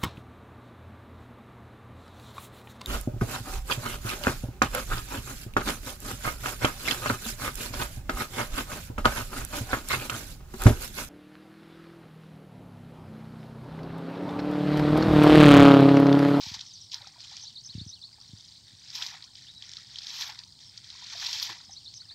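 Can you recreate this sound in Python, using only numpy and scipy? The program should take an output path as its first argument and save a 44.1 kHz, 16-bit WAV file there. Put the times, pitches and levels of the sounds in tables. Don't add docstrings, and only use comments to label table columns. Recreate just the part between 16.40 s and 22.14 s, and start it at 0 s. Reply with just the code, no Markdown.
import sys
import numpy as np
from scipy import signal
from scipy.fft import rfft, irfft, next_fast_len
from scipy.io import wavfile
from scipy.ndimage import uniform_filter1d

SR = 44100
rng = np.random.default_rng(int(sys.argv[2]) if len(sys.argv) > 2 else 0)


def inscribe(sig):
    pcm = np.round(np.clip(np.atleast_2d(sig).T, -1, 1) * 32767)
    wavfile.write(sys.argv[1], SR, pcm.astype(np.int16))


N = 253134
TIME = np.arange(N) / SR


def from_db(db):
    return 10 ** (np.asarray(db) / 20)


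def rms_one(x):
    return x / np.sqrt(np.mean(x ** 2) + 1e-20)


def add(out, s, sound):
    at = max(0, round(s * SR))
    out[at:at + len(sound)] += sound[:max(0, N - at)]


def coloured(x, points):
    size = 2 * next_fast_len(N // 2 + 4096)
    hz, db = np.transpose(points)
    grid = np.maximum(np.arange(size // 2 + 1) * SR / size, 1)
    gain_db = np.interp(np.log(grid), np.log(hz), db)
    cepstrum = irfft(np.log(from_db(gain_db)))
    cepstrum[1:size // 2] *= 2
    cepstrum[size // 2 + 1:] = 0
    response = np.exp(rfft(cepstrum))
    return irfft(rfft(x, size) * response)[:N]


def noise(points):
    return rms_one(coloured(rng.standard_normal(N), points))


def evened(x, window_s):
    width = max(3, int(window_s * SR))
    power = uniform_filter1d(uniform_filter1d(rms_one(x) ** 2, width), width)
    return rms_one(x) / np.sqrt(np.maximum(power, 0) + 1e-3)


def filtered(x, order, hz, kind):
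    return signal.sosfilt(signal.butter(order, hz, kind, fs=SR, output="sos"), x)


def bubble(t, hz, cycles, rise):
    age = t * hz / cycles
    ring = np.sin(2 * np.pi * hz * t * (1 + rise * age / 2))
    return ring * from_db(-60 * age) * (1 - np.exp(-t * hz))


def swarm(per_s, low_hz, high_hz, cycles, rise, spread_db, size):
    born = np.flatnonzero(rng.random(N) < per_s / SR)
    pitch, strength, sign, damping = rng.random((len(born), 4)).T[:, :, None]
    hz = low_hz * (high_hz / low_hz) ** pitch
    height = from_db(spread_db * np.minimum(-np.log(1 - strength), 4)) * np.sign(sign - .5)
    height = height * hz / np.sqrt(per_s[born, None])
    samples = np.arange(size)
    rings = height * bubble(samples / SR, hz, cycles * (.5 + damping), rise)
    places = born[:, None] + samples
    return np.bincount(places.ravel(), rings.ravel(), N + size)[:N]


def bank_echo(x, t60):
    t = np.arange(SR // 2) / SR
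    tail = rng.standard_normal(len(t)) * from_db(-60 * t / t60) * (1 - np.exp(-t / 0.00496))
    return signal.fftconvolve(x, tail / np.linalg.norm(tail))[:N]


# frequency in Hz, relative density in dB.
AIR_COLOUR = [(15, -23), (25, -20), (107, 4.5), (169, -5), (471, -23.5), (898, -15.5), (1180, -21.5),
              (2780, -30), (3020, -16), (3740, -15), (4640, -6.5), (6410, -21), (8630, -26), (9610, -44),
              (15600, -37.5)]
# frequency in Hz, relative density in dB.
REED_COLOUR = [(2500, -35.5), (3200, -14), (4500, 13.5), (5800, -4.5), (7000, 1.5), (8800, 2), (9500, -18)]


def open_air(air_db=-61.5, reeds_db=-63, rumble_db=-68):
    rumble = noise([(25, -21.5), (60, -6.5), (110, -0.5), (190, -9), (330, -17.5), (600, -31.5), (3000, -58)])
    air, reeds = noise(AIR_COLOUR), noise(REED_COLOUR)
    return from_db(air_db) * air + from_db(reeds_db) * reeds + from_db(rumble_db) * rumble


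SYLLABLE_SHAPES = { "zigzag": [(0, 6900, -11), (.008, 6100, -3), (.016, 5100, -2), (.027, 6600, 0),
                   (.038, 5450, 0), (.048, 4700, -12)], "arch": [(0, 3700, -12), (.010, 3900, -2),
                   (.024, 4600, 1), (.032, 3900, -13), (.048, 3150, -17), (.075, 2550, -31)],
                   "dip": [(0, 5000, -6), (.007, 4300, -2), (.016, 3450, -3), (.028, 4200, 0),
                   (.040, 4570, -1), (.052, 4450, -12)], "whistle": [(0, 2650, -6), (.02, 3550, -3),
                   (.04, 3920, 0), (.056, 3930, -14), (.088, 3850, -13), (.1, 3880, -2), (.118, 3920, 1),
                   (.14, 3900, -16)], "hook": [(0, 6100, -8), (.005, 6400, -1), (.012, 5800, 0),
                   (.019, 5400, -4), (.026, 5700, -12)], "slur": [(0, 5700, -6), (.015, 5450, 0),
                   (.04, 5150, -1), (.06, 5400, -6)], }
# time into the phrase in seconds, syllable, accent in dB, pitch ratio.
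NEAR_PHRASE = [(0, "zigzag", -2.5, .98), (.052, "arch", 0, 1.01), (.145, "dip", -0.5, 1.01)]
# phrase start in seconds, level in dB before gain, pitch ratio.
NEAR_SONG = [(1.008, -42, 1.004), (1.236, -41, .99), (1.469, -41.5, 0.98), (5.305, -44.5, .98),
             (5.541, -43.5, 1)]
# start in seconds, syllable, level in dB before gain, pitch ratio.
FAR_BIRDS = [(.263, "hook", -49, .98), (.291, "hook", -51, .85), (.332, "hook", -47, 1.0),
             (.35, "hook", -47.5, .77), (.409, "hook", -47, .92), (.434, "hook", -52, .96),
             (3.064, "whistle", -49.5, 1.0), (4.245, "slur", -55, 1.0), (5.17, "slur", -57, .94),
             (5.23, "slur", -56, .97)]


def birds(waver_db=-2.5, gain_db=2.0, echo_db=-14.5):
    direct, scattered = np.zeros((2, N))
    near = [(s + after, name, db + accent_db, key * ratio)
            for s, db, key in NEAR_SONG for after, name, accent_db, ratio in NEAR_PHRASE]
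    for s, name, db, ratio in near + FAR_BIRDS:
        knots, hz, shape_db = np.transpose(SYLLABLE_SHAPES[name])
        t = np.arange(int(knots.max() * SR)) / SR
        pitch = uniform_filter1d(np.interp(t, knots, hz), size=220) * ratio
        level = from_db(db + gain_db + np.interp(t, knots, shape_db)) * signal.windows.tukey(len(t), .1)
        note = level * np.sin(2 * np.pi * np.cumsum(pitch) / SR)
        add(direct, s, note)
        add(scattered, s, note * from_db(.75 * (-38 - db)))
    waver = from_db(waver_db * noise([(150, 0), (600, -40), (3000, -120)]))
    return direct * waver + from_db(echo_db) * bank_echo(scattered, t60=0.16)


# time in seconds, level in dB before filtering.
CASE_BUMPS = [(0.067, -40), (0.116, -39), (0.166, -48), (1.292, -50), (1.352, -29.5), (1.380, -32),
              (1.414, -32.5), (1.465, -36), (1.895, -48), (1.934, -37), (2.334, -49.5), (3.159, -55.5),
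              (5.098, -49), (5.283, -50.5)]


def bumps(case_hz=102, case_t60=.065, knock_hz=155, knock_t60=0.018, knock=1.9, low_hz=86, soft_hz=305):
    out, t = np.zeros(N), np.arange(5000) / SR
    rock = np.sin(2 * np.pi * case_hz * t) * from_db(-60 * t / case_t60)
    tap = knock * np.sin(2 * np.pi * knock_hz * t) * from_db(-60 * t / knock_t60)
    for s, db in CASE_BUMPS:
        add(out, s - .002, -from_db(db) * (rock + tap))
    return filtered(filtered(out + 1e-18, 4, low_hz, "high"), 4, soft_hz, "low")


def drips(per_s=60, cycles=70, rise=.42, spread_db=2.0, level_db=-59.0):
    plinks = swarm(np.full(N, per_s), 3430, 5600, cycles, rise, spread_db, size=1200)
    return from_db(level_db) * rms_one(plinks)


def swell(s, rise_s, hold_s, fall_s, db, growth_db=0):
    rising = np.maximum(s - TIME, 0) / max(rise_s, .005)
    falling = np.maximum(TIME - s - hold_s, 0) / max(fall_s, .005)
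    to_go = np.clip((s + hold_s - TIME) / max(hold_s, .005), 0, 1)
    level_db = db - 20 * (rising + falling) - growth_db * to_go
    return from_db(np.maximum(level_db, -140)) ** 2


# end of the rise in seconds, length in seconds,
# spray in dB, streams in dB, growth in dB up to those levels; levels are before gain.
NET_LIFTS = [(.25, .18, -55, -93, -1.5), (0.806, .17, -46, -65, 3), (1.015, .08, -52.5, -74.5, -2.5),
             (1.34, .07, -53, -66.5, 0), (1.832, .33, -55.5, -72.5, 3), (2.279, .03, -56, -65.5, 0),
             (2.39, .11, -49.5, -60.5, 8), (2.97, .12, -53.5, -65, -2), (3.225, .19, -51, -60.5, -0.5),
             (3.5, .2, -45, -57.5, 7), (4.208, .03, -52, -67, 0.5), (4.328, .04, -55, -61.5, 4),
             (4.443, .26, -45, -55, 7.5), (5.329, 0.23, -57, -81, 1)]
LIFT_RISE_S, LIFT_FALL_S = .05, .13
# frequency in Hz, filter gain in dB.
SLOSH_COLOUR = [(250, -10.5), (520, -11), (720, -3), (950, 2.5), (1300, -1.5), (1900, 4), (2500, 1),
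                (3300, -10.5), (6000, -55)]


def streams(per_s=600, cycles=26, rise=0.66, spread_db=2.5, wash=0.74, low_hz=1350, gain_db=-1.5):
    power = sum(swell(s, LIFT_RISE_S, length, LIFT_FALL_S, db, growth)
                for s, length, _, db, growth in NET_LIFTS)
    patter = rms_one(swarm(np.full(N, per_s), 1195.5, 2690, cycles, rise, spread_db, size=1000))
    patter = patter + wash * rng.standard_normal(N)
    thin = filtered(coloured(patter, SLOSH_COLOUR), 2, low_hz, "high")
    return from_db(gain_db) * np.sqrt(power) * evened(thin, .03)


# time in seconds, level in dB before gain, pitch in Hz.
AIR_POCKETS = [(.058, -43, 890), (.534, -46.5, 996), (.606, -48.5, 805), (.621, -55.5, 574),
               (.643, -45, 1300), (.668, -45, 776), (.758, -49.5, 941), (.778, -56, 680), (.915, -48, 787),
               (1.034, -53, 842), (1.781, -53, 830), (1.811, -62, 1235), (2.59, -42, 940),
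               (2.615, -35, 1603), (2.742, -46.5, 766), (3.379, -49.5, 1264), (3.83, -33, 1692),
               (3.891, -38, 848), (4.549, -49, 1032), (4.621, -44.5, 965), (4.749, -44.5, 685),
               (4.827, -33, 1697), (4.883, -37.5, 949), (5.092, -35, 997), (5.094, -52.5, 438),
               (5.099, -50.5, 336.6), (5.292, -46.5, 773), (5.616, -52, 1456)]


def gulps(cycles=32, rise=0.094, swell_s=0.00049, delay_s=0.00184, gain_db=2.5):
    out, t = np.zeros(N), np.arange(4000) / SR
    onset = 1 - np.exp(-t / swell_s)
    for s, db, hz in AIR_POCKETS:
        add(out, s + delay_s, from_db(db + gain_db) * bubble(t, hz, cycles, rise) * onset)
    return out


# time in seconds, level in dB before colour and gain,
# nominal pitch in Hz.
SINGLE_DROPS = [(.0335, -23.5, 4630), (.1406, -23.5, 4660), (0.1918, -25.5, 4070), (0.209, -28, 3900),
                (0.5174, -28, 4860), (0.5422, -17, 5300), (.617, -30.5, 3900), (0.671, -29, 5350),
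                (0.804, -30, 4970), (.967, -23, 6006), (.9952, -32, 4260), (2.5016, -27, 5396),
                (2.552, -20, 6000), (2.6221, -16.5, 3040), (2.6637, -20, 4830), (2.823, -30.5, 4020),
                (2.84, -30.5, 4740), (2.9532, -30.5, 4560), (3.2223, -27, 3180), (3.2924, -29, 5625),
                (3.3152, -28, 5700), (3.334, -25, 5880), (3.368, -24, 4250), (3.5567, -23, 3219),
                (3.5848, -20.5, 4030), (3.668, -22.5, 4923), (3.703, -24.5, 3879), (3.809, -20.5, 4617),
                (3.821, -19, 3692), (3.9889, -24, 4596), (4.035, -33, 4330), (4.189, -36.5, 3825),
                (4.375, -25, 4590), (4.4431, -31, 4560), (4.5014, -28.5, 4000), (4.8647, -16.5, 3788),
                (4.9292, -16.5, 5437), (4.998, -20, 4582), (5.026, -16.5, 4900), (5.5385, -29, 4964)]
# frequency in Hz, filter gain in dB.
SPRAY_COLOUR = [(1200, -24.5), (2000, -12.5), (2450, -3.5), (2800, -5.5), (3150, 2), (3900, 4), (5400, 4.5),
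                (6300, -3), (7500, -12.5), (8800, -16.5), (9600, -36), (15000, -39)]


def drops(cycles=22, rise=1.0, start_ratio=0.847, slap=0.57, spatter=0.65, delay_s=0.001025,
          rebound=0.77, gain_db=-1.5):
    out, t = np.zeros(N), np.arange(900) / SR
    fade = from_db(-60 * t / .007)
    lags_s = rng.uniform(0.00122, 0.0039, len(SINGLE_DROPS))
    for (s, db, hz), lag_s in zip(SINGLE_DROPS, lags_s):
        impact = slap * (t == 0) + spatter * fade * rng.standard_normal(len(t))
        first = bubble(t, hz * start_ratio, cycles, rise)
        second = rebound * bubble(t, hz * 1.017, cycles, rise)
        add(out, s + delay_s, from_db(db) * (impact + first))
        add(out, s + delay_s + lag_s, from_db(db) * second)
    return from_db(gain_db) * coloured(out, SPRAY_COLOUR)


# frequency in Hz, filter gain in dB.
MIST_COLOUR = [(8000, -17), (9800, -7.5), (11300, 1), (12600, 9), (13800, 0), (15700, -7)]


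def mist(mist_db, per_s=1200, spread_db=3.0, wash=0.29, gain_db=1.0):
    strength_db = spread_db * np.minimum(rng.exponential(1, N), 5)
    ticks = (rng.random(N) < per_s / SR) * from_db(strength_db)
    prickle = (ticks + wash) * rng.standard_normal(N)
    return from_db(mist_db + gain_db) * evened(coloured(prickle, MIST_COLOUR), 0.054)


def slosh(slosh_db, per_s=520, crowding=.6, cycles=26, rise=0.32, spread_db=0.0, wash=0.7, gain_db=-2.0):
    rate = np.clip(per_s * from_db(crowding * (slosh_db + 60)), 60, 4000)
    babble = rms_one(swarm(rate, 657, 2680, cycles, rise, spread_db, size=1500))
    babble = babble + wash * rng.standard_normal(N)
    return from_db(slosh_db + gain_db) * evened(coloured(babble, SLOSH_COLOUR), 0.031)


# frequency in Hz, filter gain in dB.
TRICKLE_COLOUR = [(1200, -29), (2000, -22.5), (2750, -14.5), (3150, -1.5), (3900, 2.5), (5400, 1),
                  (6300, -7.5), (7500, -12.5), (8800, -68), (9600, -45), (15000, -70)]


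def spray(spray_db, per_s=1900, crowding=.6, cycles=34, rise=0.45, spread_db=1.5, wash=0.87,
          splash_db=-45, span_db=0.5, gain_db=-0.5):
    rate = np.clip(per_s * from_db(crowding * (spray_db + 48)), 200, 9000)
    fizz = rms_one(swarm(rate, 1911, 7500, cycles, rise, spread_db, size=560))
    fizz = fizz + wash * rng.standard_normal(N)
    hard = .5 + .5 * np.tanh((spray_db - splash_db) / span_db)
    water = hard * coloured(fizz, SPRAY_COLOUR) + (1 - hard) * coloured(fizz, TRICKLE_COLOUR)
    return from_db(spray_db + gain_db) * evened(water, .03)


# end of the rise in seconds, rise, hold and fall in seconds,
# spray, slosh and mist in dB before gain.
NET_PLUNGES = [(.008, 0.026, 0.088, 0.19, -40.5, -53.5, -68),
               (0.524, 0.027, .014, 0.067, -39.5, -54.5, -68), (2.569, .11, 0.094, .19, -40.5, -50.5, -65),
               (3.79, .28, 0.039, .165, -37.5, -48, -59), (4.82, .21, .235, 0.18, -36, -48.5, -63)]
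CHURN_LAG_S, CHURN_LINGERS, CHURN_FALL_S = .012, .33, .14
MIST_LAG_S, MIST_RISE_SHARE, MIST_FALL_S = 0.0067, 0.58, 0.095
# end of
# the rise in seconds, length in seconds, slosh in dB before gain.
WATER_STIRS = [(0.618, 0.042, -59), (0.718, .15, -64.5), (0.911, 0.044, -58.5), (1.029, .02, -69.5),
               (1.26, 0.044, -69), (1.692, .16, -69.5), (1.953, .04, -71.5), (2.823, .02, -63),
               (3.224, 0.0049, -60), (3.37, .03, -66), (4.521, 0.13, -64), (5.171, 0.062, -82),
               (5.297, 0.03, -67.5), (5.621, 0.021, -67), (5.703, 0.027, -62.5)]
STIR_RISE_S, STIR_FALL_S = .04, .1
# end of the rise in seconds, spray, slosh and
# mist in dB before gain.
SHEET_SLAPS = [(.146, -38, -50, -69.5), (.209, -42.5, -71, -83), (0.672, -50, -57, -84.5),
               (2.555, -35, -54, -56.5), (2.621, -37, -42, -66), (2.75, -48.5, -51, -85),
               (3.817, -35, -44, -59), (3.875, -45, -59, -60), (3.9, -46, -48.5, -85),
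               (3.999, -50, -54, -81.5), (4.732, -41.5, -45, -73), (4.828, -41.5, -40.5, -73),
               (4.86, -34.5, -48, -69), (4.934, -34.5, -58, -60.5), (4.977, -38, -63.5, -73.5),
               (5.027, -37.5, -51, -47.5), (5.099, -41.5, -40.5, -63)]
SLAP_RISE_S, SLAP_HOLD_S, SLAP_FALL_S = .022, .003, .03
DRIP_DB, LAP_DB = -62, -78
LIFT_MIST_DB = -42


def agitation(flutter_db=0.96, fine_flutter_db=0.8):
    draining = sum(swell(s, LIFT_RISE_S, length, LIFT_FALL_S, db, growth)
                   for s, length, db, _, growth in NET_LIFTS)
    stirring = sum(swell(s, STIR_RISE_S, length, STIR_FALL_S, db) for s, length, db in WATER_STIRS)
    thrown = from_db(DRIP_DB) ** 2 + draining
    folded = from_db(LAP_DB) ** 2 + stirring
    fine = from_db(LIFT_MIST_DB) ** 2 * draining
    for s, rise, hold, fall, spray_db, slosh_db, mist_db in NET_PLUNGES:
        churn_hold = hold + CHURN_LINGERS * fall
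        thrown = thrown + swell(s, rise, hold, fall, spray_db)
        folded = folded + swell(s + CHURN_LAG_S, rise, churn_hold, CHURN_FALL_S, slosh_db)
        fine = fine + swell(s + MIST_LAG_S, MIST_RISE_SHARE * rise, hold, MIST_FALL_S, mist_db)
    slapping = sum(np.outer(from_db(levels_db) ** 2, swell(s, SLAP_RISE_S, SLAP_HOLD_S, SLAP_FALL_S, 0))
                   for s, *levels_db in SHEET_SLAPS)
    clumps = noise([(5, -20), (15, 0), (45, 0), (120, -40), (1000, -120)])
    flutter = np.outer([flutter_db, flutter_db, fine_flutter_db], clumps)
    return 10 * np.log10(slapping + [thrown, folded, fine]) + flutter


def scene():
    spray_db, slosh_db, mist_db = agitation()
    water = drips() + streams() + gulps() + drops() + mist(mist_db) + slosh(slosh_db) + spray(spray_db)
    echo = from_db(-13.5) * bank_echo(water, t60=0.17)
    mono = open_air() + birds() + bumps() + echo + water
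    return np.array([mono, mono])


# frequency in Hz, left minus right in dB.
LEFT_LEAN = [(1300, 0), (1600, 1.0), (1900, 4.8), (2200, 1.5), (2600, .2), (3000, 0)]


def record(dry, hiss_db=-81.5, cutoff_hz=15750):
    ported = [coloured(x, [(hz, side * db / 2) for hz, db in LEFT_LEAN]) for x, side in zip(dry, (1, -1))]
    heard = ported + from_db(hiss_db) * rng.standard_normal((2, N))
    return signal.sosfilt(signal.ellip(12, .1, 80, cutoff_hz, fs=SR, output="sos"), heard)


dry = scene()
out = record(dry)
inscribe(out)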